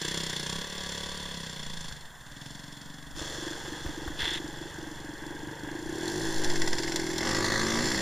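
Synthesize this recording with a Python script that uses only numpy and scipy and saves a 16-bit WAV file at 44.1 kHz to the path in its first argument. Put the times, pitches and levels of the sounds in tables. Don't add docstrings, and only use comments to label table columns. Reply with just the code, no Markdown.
import sys
import numpy as np
from scipy import signal
from scipy.io import wavfile
from scipy.ndimage import uniform_filter1d

SR = 44100
rng = np.random.default_rng(int(sys.argv[2]) if len(sys.argv) > 2 else 0)


def persist_wave(psi):
    counts = np.round(np.clip(psi, -1, 1) * 32767).astype(np.int16)
    wavfile.write(sys.argv[1], SR, np.atleast_2d(counts).T)


N = 353241
TIME = np.arange(N) / SR

# (time [s], firing rate [1/s])
LEAVING_RATE = [(-0.02, 29.2), (0.17, 33.5), (0.4, 29.0), (0.6, 35.1), (0.73, 36.9), (0.93, 34.9),
                (1.2, 36.4), (1.55, 30.1), (1.85, 26.5), (2.0, 22.8), (2.2, 17.5), (2.45, 21.8),
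                (2.65, 23.4), (2.77, 22.1), (2.9, 23.9), (3.15, 23.6)]
OWN_RATE = [(3.13, 24.0), (3.5, 23.6), (4.7, 23.5), (5.1, 22.4), (5.4, 24.4), (5.7, 25.1), (5.9, 30.3),
            (6.1, 48.8), (6.23, 55.3), (6.38, 53.6), (6.8, 41.6), (7.35, 40.8), (7.65, 45.0), (7.9, 54.0),
            (8.01, 54.3)]
AHEAD_RATE = [(3.16, 35.6), (3.45, 40.3), (5.0, 39)]
PASSING_RATE = [(6.39, 20.0), (6.55, 16.3), (6.78, 19.1), (6.92, 24.8), (7.1, 30.5), (7.2, 44.0),
                (7.3, 52.9), (7.45, 51.6), (7.62, 55.3), (7.77, 57.6), (7.9, 66.4), (8.01, 67.8)]
# (time [s], level [dB])
LEAVING_EFFORT = [(0, -1), (0.55, 2.5), (0.68, -4), (0.9, 1), (1.3, 0.5), (1.86, 2.4), (2.12, -11.5),
                  (2.46, 1.5), (3.0, -2.6)]
# (time [s], share of the burst [ratio])
LEAVING_BLUR = [(0.55, 0.62), (0.7, 0.95)]
# (start [s], length [s])
MISFIRES = [(3.24, .11), (3.54, .12), (3.75, .08), (3.91, .05), (4.12, .13), (4.50, .09), (4.67, .09),
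            (4.93, .09), (5.15, .05), (5.36, .05), (5.53, .08)]
# (time [s], frequency [Hz])
ECHO_PITCH = [(7.0, 5200), (7.3, 5360), (7.45, 4360), (7.6, 4050), (7.7, 6100), (7.82, 4940), (8.01, 5000)]
# (time [s], frequency [Hz])
WHISTLE_PITCH = [(6.6, 1940), (6.95, 2100), (7.17, 2140), (7.36, 1917), (7.6, 1940), (7.75, 2110),
                 (7.95, 1830)]

# (frequency [Hz], bandwidth [Hz], level [dB])
LEAVING_BOOM = [(66, 6.9, -3), (163.6, 24, 7.5), (248, 180, -5.5), (320, 68, -13)]
LEAVING_BARK = [(327, 67, -11), (420, 113, -1.5), (483.6, 16, 7.5), (549, 20, 5), (790, 28, -32),
                (945, 9.3, 3), (1130, 12, 9)]
LEAVING_MOUTH = [(322, 44, 4), (484, 120, -4)]
LEAVING_FINS = [(978, 41, -1), (1684, 53, -3.5), (3415, 89, 3.5), (5330, 110, -5.5), (7150, 220, -10)]
IDLE_POP = [(285, 29, 0)]
# (frequency [Hz], bandwidth [Hz], level [dB])
OWN_BOOM = [(66.5, 52, -0.5), (121, 33, 0), (139.6, 20, 7), (199, 240, -7)]
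OWN_SILENCER = [(266, 35, -18), (296, 47, -17), (313.2, 41, 22.5), (361, 59, 14.5), (546, 36, -13),
                (890, 82, -15)]
PASSING_BOOM = [(102, 34, 9.5), (237, 26, 21.5), (270, 33, -15)]
PASSING_BARK = [(368, 27, 9.5), (533, 28, 13.5), (710, 50, -17), (969, 21, 12), (1154, 30, 13),
                (1245, 41, 9), (1640, 310, 2), (1970, 22, 2)]
# (frequency [Hz], half width [Hz], gain [dB])
HOUSING = [(1332, 213, -7.5), (1570, 247, 6), (1950, 150, 4), (2390, 178, -8.5), (3420, 238, 13),
           (3760, 130, 2), (4226, 130, 4), (4900, 69, -6), (5300, 113, 2.5), (6190, 71, 6),
           (6420, 160, -6.5), (7260, 150, 7.5), (7970, 293, -11), (8690, 140, 3)]

# (frequency [Hz], level [dB])
LEAVING_CLATTER = [(200, -8), (600, -8), (1000, -6.5), (1800, -2.5), (3400, -5), (4200, -8.5), (6000, -24)]
RASP = [(2000, -26), (3500, -21), (4300, 8.5), (7200, 3), (8800, -3), (10500, -4.5), (12000, -28),
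        (15000, -58)]
OWN_CLATTER = [(150, -8), (450, 4), (680, -5), (900, 3), (1250, -9.5), (1620, 0), (2100, -8.5),
               (3400, -13.5), (4200, -39), (6000, -37)]
OWN_RASP = [(2000, -25.5), (3500, -3.5), (4300, 8), (7200, 6), (8800, -3), (10800, -1.5), (12000, -13),
            (15000, -12)]
AHEAD_RASP = [(600, -5), (1300, 7), (2300, -1.5), (3400, 1.5), (4500, -12), (8000, -18.5)]
PASSING_RASP = [(300, -10), (900, -1.5), (1900, -2), (3300, -15), (4300, -3.5), (5400, -4.5), (7200, -8.5),
                (8800, -18.5), (12000, -26), (15000, -36)]
# (frequency [Hz], level [dB])
AIR = [(30, -38), (150, 1), (400, -8.5), (1000, 0), (1800, -3), (3000, -30.5), (7000, -12), (12000, -23),
       (15000, -23)]
WIND = [(15, 25.5), (30, 6.5), (50, 13), (80, 8), (150, -38), (600, -81)]
THUD = [(80, 4), (300, -24), (950, -7.5), (1700, -14.5), (3000, -33), (10000, -36)]
SCRAPE = [(200, -17), (1000, -1), (2000, 6), (3400, 4), (5000, -2), (7200, -10), (10000, -14), (15000, -30)]
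CLICK = [(400, -2), (2000, -24), (4000, 2.5), (7000, 4), (10000, -9), (15000, -17)]

# (time [s], half length [s], level [dB])
GUSTS = [(1.75, .15, -44), (3.135, 0.063, -44.5), (3.883, .05, -41), (4.158, 0.2, -45), (5.88, 0.044, -42),
         (6.6, 0.29, -45), (7.498, 0.52, -41.5)]
# (time [s], level [dB])
KNOCKS = [(1.912, -34), (3.212, -33), (3.86, -27.5), (3.888, -43), (4.077, -25.5), (4.228, -30),
          (4.70, -37)]
# (time [s], level [dB])
CLICKS = [(4.305, -36), (4.336, -33), (4.478, -41), (6.08, -29.5), (6.444, -27.5), (6.96, -23.5),
          (7.181, -24), (7.459, -31)]

LEAVING_LAWS = {"boom": (-42.5, 1.0, -4.5, 2), "bark": (-50, 0.6, -5, 23), "mouth": (-42.5, 0.9, -32, 3),
                "fins": (-44, 1.2, -6.5, 8.5), "clatter": (-35, 0.5, -12.5, 2.5),
                "rasp": (-37.5, 1.0, -12.5, 1)}
OWN_LAWS = {"boom": (-48.5, -0.66, 4.8), "silencer": (-43.5, 6.76, 0.5), "clatter": (-44.5, -0.59, 4.5),
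            "rasp": (-54.5, 3.9, 8.5)}
PASSING_LAWS = {"boom": (-63.5, 26.7, 1), "bark": (-59, 21.1, 2.4), "whistle": (-50.5, 7.2, 2.4),
                "rasp": (-43, 9.3, 7.1)}

RECEDE_PER_S = 0.56
IDLE_FROM_S, IDLE_SETTLE_S, IDLE_POP_DB = 2.22, 0.17, -55.5
OWN_OPENS_S, OWN_OPENING_S, MISFIRE_DB = 5.665, 0.34, -8
OWN_WARMING, OWN_RING_SPREAD = 0.068, 0.029
AHEAD_FROM_S, AHEAD_DB, AHEAD_RECEDE_PER_S = 3.16, -42, 1.9
RUB_S, RUB_RISE_S, RUB_HOLD_S, RUB_FALL_S, RUB_DB = 4.17, 0.037, 0.14, 0.049, -32
PASS_OPENS_S, PASS_OPENING_S = 7.12, 0.16
ALONGSIDE_S, ALONGSIDE_WIDTH_S = 6.76, 0.4
BARK_ENDS_S, BARK_FADE_S, BARK_FADE_DB = 7.76, 0.25, -12
WHISTLE_WIDTH_HZ = 41
BREEZE_DB = -49.5
SWIRL_DB, SIDE_SCATTER_DB = -9, -33
EDGE_HZ = 15500


def amp(db):
    return np.exp(np.asarray(db) * (np.log(10) / 20))


def curves(rows):
    s, *columns = np.transpose(rows)
    return [np.interp(TIME, s, c) for c in columns]


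def gate(start, end, fade=0.0031):
    return np.clip((TIME - start) / fade, 0, 1) * np.clip((end - TIME) / fade, 0, 1)


def ramp(start, length):
    return np.clip((TIME - start) / length, 0, 1)


def swell(centre, width):
    return np.exp(-((TIME - centre) / width) ** 2)


def at_level(x, db, on):
    windowed = x * on
    rms = np.sqrt(np.sum(windowed ** 2) / np.sum(on ** 2) + 1e-20)
    return windowed * amp(db) / rms


def mix(layers, laws, controls, on):
    total = 0
    for name, x in layers.items():
        base_db, *slopes = laws[name]
        total = total + at_level(x, base_db + np.dot(slopes, controls), on)
    return total


def colour(x, spectrum, size=4096):
    hz = abs(np.fft.fftfreq(size, 1 / SR))
    f, db = np.transpose(spectrum)
    db = np.interp(np.log(hz + 1), np.log(f), db)
    for centre, width, gain in HOUSING:
        db = db + gain * np.exp(-((hz - centre) / width) ** 2)
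    response = np.exp(np.conj(signal.hilbert(np.log(amp(db)))))
    impulse = np.fft.ifft(response).real[:size // 2]
    return signal.oaconvolve(x, impulse)[:N]


def ring(pulses, modes, stretch):
    hz, width, db = np.transpose(modes)
    t, out = TIME[:SR // 10], np.zeros(N)
    strength = (-1) ** np.arange(len(hz)) * amp(db) * width
    decay = strength[:, None] * np.exp(-np.pi * np.outer(width, t))
    for i in np.flatnonzero(pulses):
        note = (decay * np.cos(2 * np.pi * stretch[i] * np.outer(hz, t))).sum(0)
        out[i:i + len(t)] += pulses[i] * note[:N - i]
    lowpass = signal.butter(N=4, Wn=0.95 * hz.max(), fs=SR, output="sos")
    return signal.sosfilt(lowpass, out)


def firings(rows):
    s, hz = np.transpose(rows)
    rate = np.interp(TIME, s, hz, left=0)
    turns_before_zero = -min(s[0], 0) * hz[0]
    turns = np.floor(np.cumsum(rate) / SR + turns_before_zero)
    return np.diff(turns, prepend=turns[0]) / np.sqrt(rate + 1)


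def uneven(pulses, spread_db):
    out, at = pulses.copy(), np.flatnonzero(pulses)
    out[at] *= amp(spread_db * np.clip(rng.standard_normal(len(at)), -2, 2))
    return out


def puffs(pulses, delay, decay, steady, grain_db):
    t = np.maximum(TIME[:SR // 8] - delay, 0)
    shape = (1 - np.exp(-t / .0008)) * np.exp(-t / decay)
    burst = signal.oaconvolve(pulses, shape)[:N]
    mean_power = abs(uniform_filter1d(burst ** 2, size=11000))
    power = burst ** 2 + steady ** 2 * mean_power
    grains = amp(grain_db * np.clip(rng.standard_normal(N // 32 + 1), -2, 2))
    grit = np.repeat(grains, 32)[:N]
    return np.sqrt(power) * grit * rng.standard_normal(N)


def leaving_bike():
    fire, on = firings(LEAVING_RATE), gate(-1, 3.18)
    speed = curves(LEAVING_RATE)[0] / 31.5
    blur = curves(LEAVING_BLUR)[0]
    clatter = puffs(fire, delay=0.0022, decay=0.012, steady=blur, grain_db=2.4)
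    rasp = puffs(uneven(fire, spread_db=1.2), delay=0.0016, decay=0.0056, steady=blur, grain_db=1.8)
    layers = dict(
        boom=ring(fire, LEAVING_BOOM, speed ** .5),
        bark=ring(uneven(fire, spread_db=0.3), LEAVING_BARK, speed ** 0.12),
        mouth=ring(fire, LEAVING_MOUTH, np.ones(N)),
        fins=ring(uneven(fire, spread_db=0.8), LEAVING_FINS, np.ones(N)),
        clatter=colour(clatter, LEAVING_CLATTER),
        rasp=colour(rasp, RASP))
    distance = 1 + RECEDE_PER_S * TIME
    controls = [curves(LEAVING_EFFORT)[0], np.log2(distance), np.log2(speed)]
    idle = on * ramp(IDLE_FROM_S, IDLE_SETTLE_S)
    pop = at_level(ring(fire, IDLE_POP, np.ones(N)), IDLE_POP_DB, idle)
    return mix(layers, LEAVING_LAWS, controls, on) + pop


def trees(x, t60=0.41):
    t = TIME[:SR // 2]
    present = (rng.random(len(t)) < 2000 / SR) * (t > .006)
    taps = rng.standard_normal(len(t)) * present * amp(-60 * t / t60)
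    return signal.oaconvolve(x, taps / np.linalg.norm(taps))[:N]


def air():
    return at_level(colour(rng.standard_normal(N), AIR), -51.5, np.ones(N))


def wind():
    strength = amp(BREEZE_DB) + sum(amp(db) * swell(s, width) for s, width, db in GUSTS)
    return strength * at_level(colour(rng.standard_normal(N), WIND), 0, np.ones(N))


def hits(rows, spectrum, decay):
    out, t = np.zeros(N), TIME[:SR // 16]
    for s, db in rows:
        burst = np.exp(-t / decay) * rng.standard_normal(len(t))
        out[round(s * SR):][:len(t)] += amp(db) * burst
    filter_gain = np.std(colour(rng.standard_normal(N), spectrum))
    return colour(out, spectrum) / filter_gain


def own_bike():
    turn, on = firings(OWN_RATE), gate(3.155, 9)
    speed = curves(OWN_RATE)[0] / 24
    skipped = sum((TIME > s) & (TIME < s + length) for s, length in MISFIRES)
    fire = turn * amp(MISFIRE_DB * skipped)
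    throttle = ramp(OWN_OPENS_S, OWN_OPENING_S)
    heat = 1 + OWN_WARMING * throttle + OWN_RING_SPREAD * (1 - throttle) * rng.standard_normal(N)
    clatter = puffs(uneven(turn, spread_db=2), delay=0.012, decay=0.033, steady=0.92, grain_db=2.5)
    rasp = puffs(uneven(turn, spread_db=1), delay=0.0011, decay=0.0036, steady=1.14, grain_db=2.0)
    layers = dict(
        boom=ring(uneven(turn, spread_db=2), OWN_BOOM, speed ** 0.089),
        silencer=ring(uneven(fire, spread_db=1.6), OWN_SILENCER, heat),
        clatter=colour(clatter, OWN_CLATTER),
        rasp=colour(rasp, OWN_RASP))
    return mix(layers, OWN_LAWS, [throttle, np.log2(speed)], on)


def bike_ahead():
    fire = firings(AHEAD_RATE)
    on = gate(AHEAD_FROM_S, 9) * (1 - ramp(4.8, .5))
    distance = 1 + AHEAD_RECEDE_PER_S * np.maximum(TIME - AHEAD_FROM_S, 0)
    strokes = puffs(fire, delay=0.0023, decay=0.011, steady=1.9, grain_db=3.5)
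    bark = at_level(ring(fire, LEAVING_BARK, np.full(N, 1.1)), AHEAD_DB - 6.5, on)
    rasp = at_level(colour(strokes, AHEAD_RASP), AHEAD_DB + 1.5, on)
    hiss = at_level(colour(strokes, RASP), AHEAD_DB + 0.5, on)
    return (bark + rasp + hiss / distance ** 0.33) / distance


def scrape(slips_per_s=220):
    slips = 1. * (rng.random(N) < slips_per_s / SR)
    grit = puffs(slips, delay=0, decay=0.0066, steady=0.65, grain_db=2.5)
    release_s = RUB_S + RUB_RISE_S + RUB_HOLD_S
    pressure = ramp(RUB_S, RUB_RISE_S) - ramp(release_s, RUB_FALL_S)
    return at_level(colour(grit, SCRAPE), RUB_DB, pressure)


def sway(centre=6.555, length=.22, hz=4.5, db=-19):
    return -amp(db) * swell(centre, length) * np.sin(2 * np.pi * hz * (TIME - centre))


def passing_bike():
    fire, on = firings(PASSING_RATE), gate(6.39, 9)
    heat = (curves(PASSING_RATE)[0] / 54) ** 0.054
    boom = ring(uneven(fire, spread_db=0.5), PASSING_BOOM, heat)
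    bark = ring(uneven(fire, spread_db=0.2), PASSING_BARK, heat)
    bark = bark * amp(BARK_FADE_DB * ramp(BARK_ENDS_S, BARK_FADE_S))
    rasp = puffs(uneven(fire, spread_db=2), delay=0.0013, decay=0.0092, steady=0.33, grain_db=2.5)
    rasp = colour(rasp, PASSING_RASP)
    echo_delay = 2 / curves(ECHO_PITCH)[0]
    rasp = rasp + 0.4 * np.interp(TIME - echo_delay, TIME, rasp)
    pitch = curves(WHISTLE_PITCH)[0]
    whistle_mode = [(pitch.max(), WHISTLE_WIDTH_HZ, 0)]
    whistle = ring(uneven(fire, spread_db=2), whistle_mode, pitch / pitch.max())
    layers = dict(boom=boom, bark=bark, whistle=whistle, rasp=rasp)
    controls = [ramp(PASS_OPENS_S, PASS_OPENING_S), swell(ALONGSIDE_S, ALONGSIDE_WIDTH_S)]
    return mix(layers, PASSING_LAWS, controls, on)


def scene():
    sides = np.array([[1], [-1]])
    bikes = leaving_bike() + own_bike() + bike_ahead() + passing_bike()
    scatter = amp(-11.5) * trees(bikes) + amp(SIDE_SCATTER_DB) * trees(bikes) * sides
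    near = hits(KNOCKS, THUD, decay=.006) + scrape() + hits(CLICKS, CLICK, decay=.004)
    breeze = wind() + amp(SWIRL_DB) * wind() * sides
    return bikes + scatter + near + air() + breeze + sway()


def record(dry):
    lowpass = signal.firwin(511, EDGE_HZ, window=("kaiser", 9), fs=SR)
    return signal.oaconvolve(dry, lowpass[None], "same")


dry = scene()
out = record(dry)
persist_wave(out)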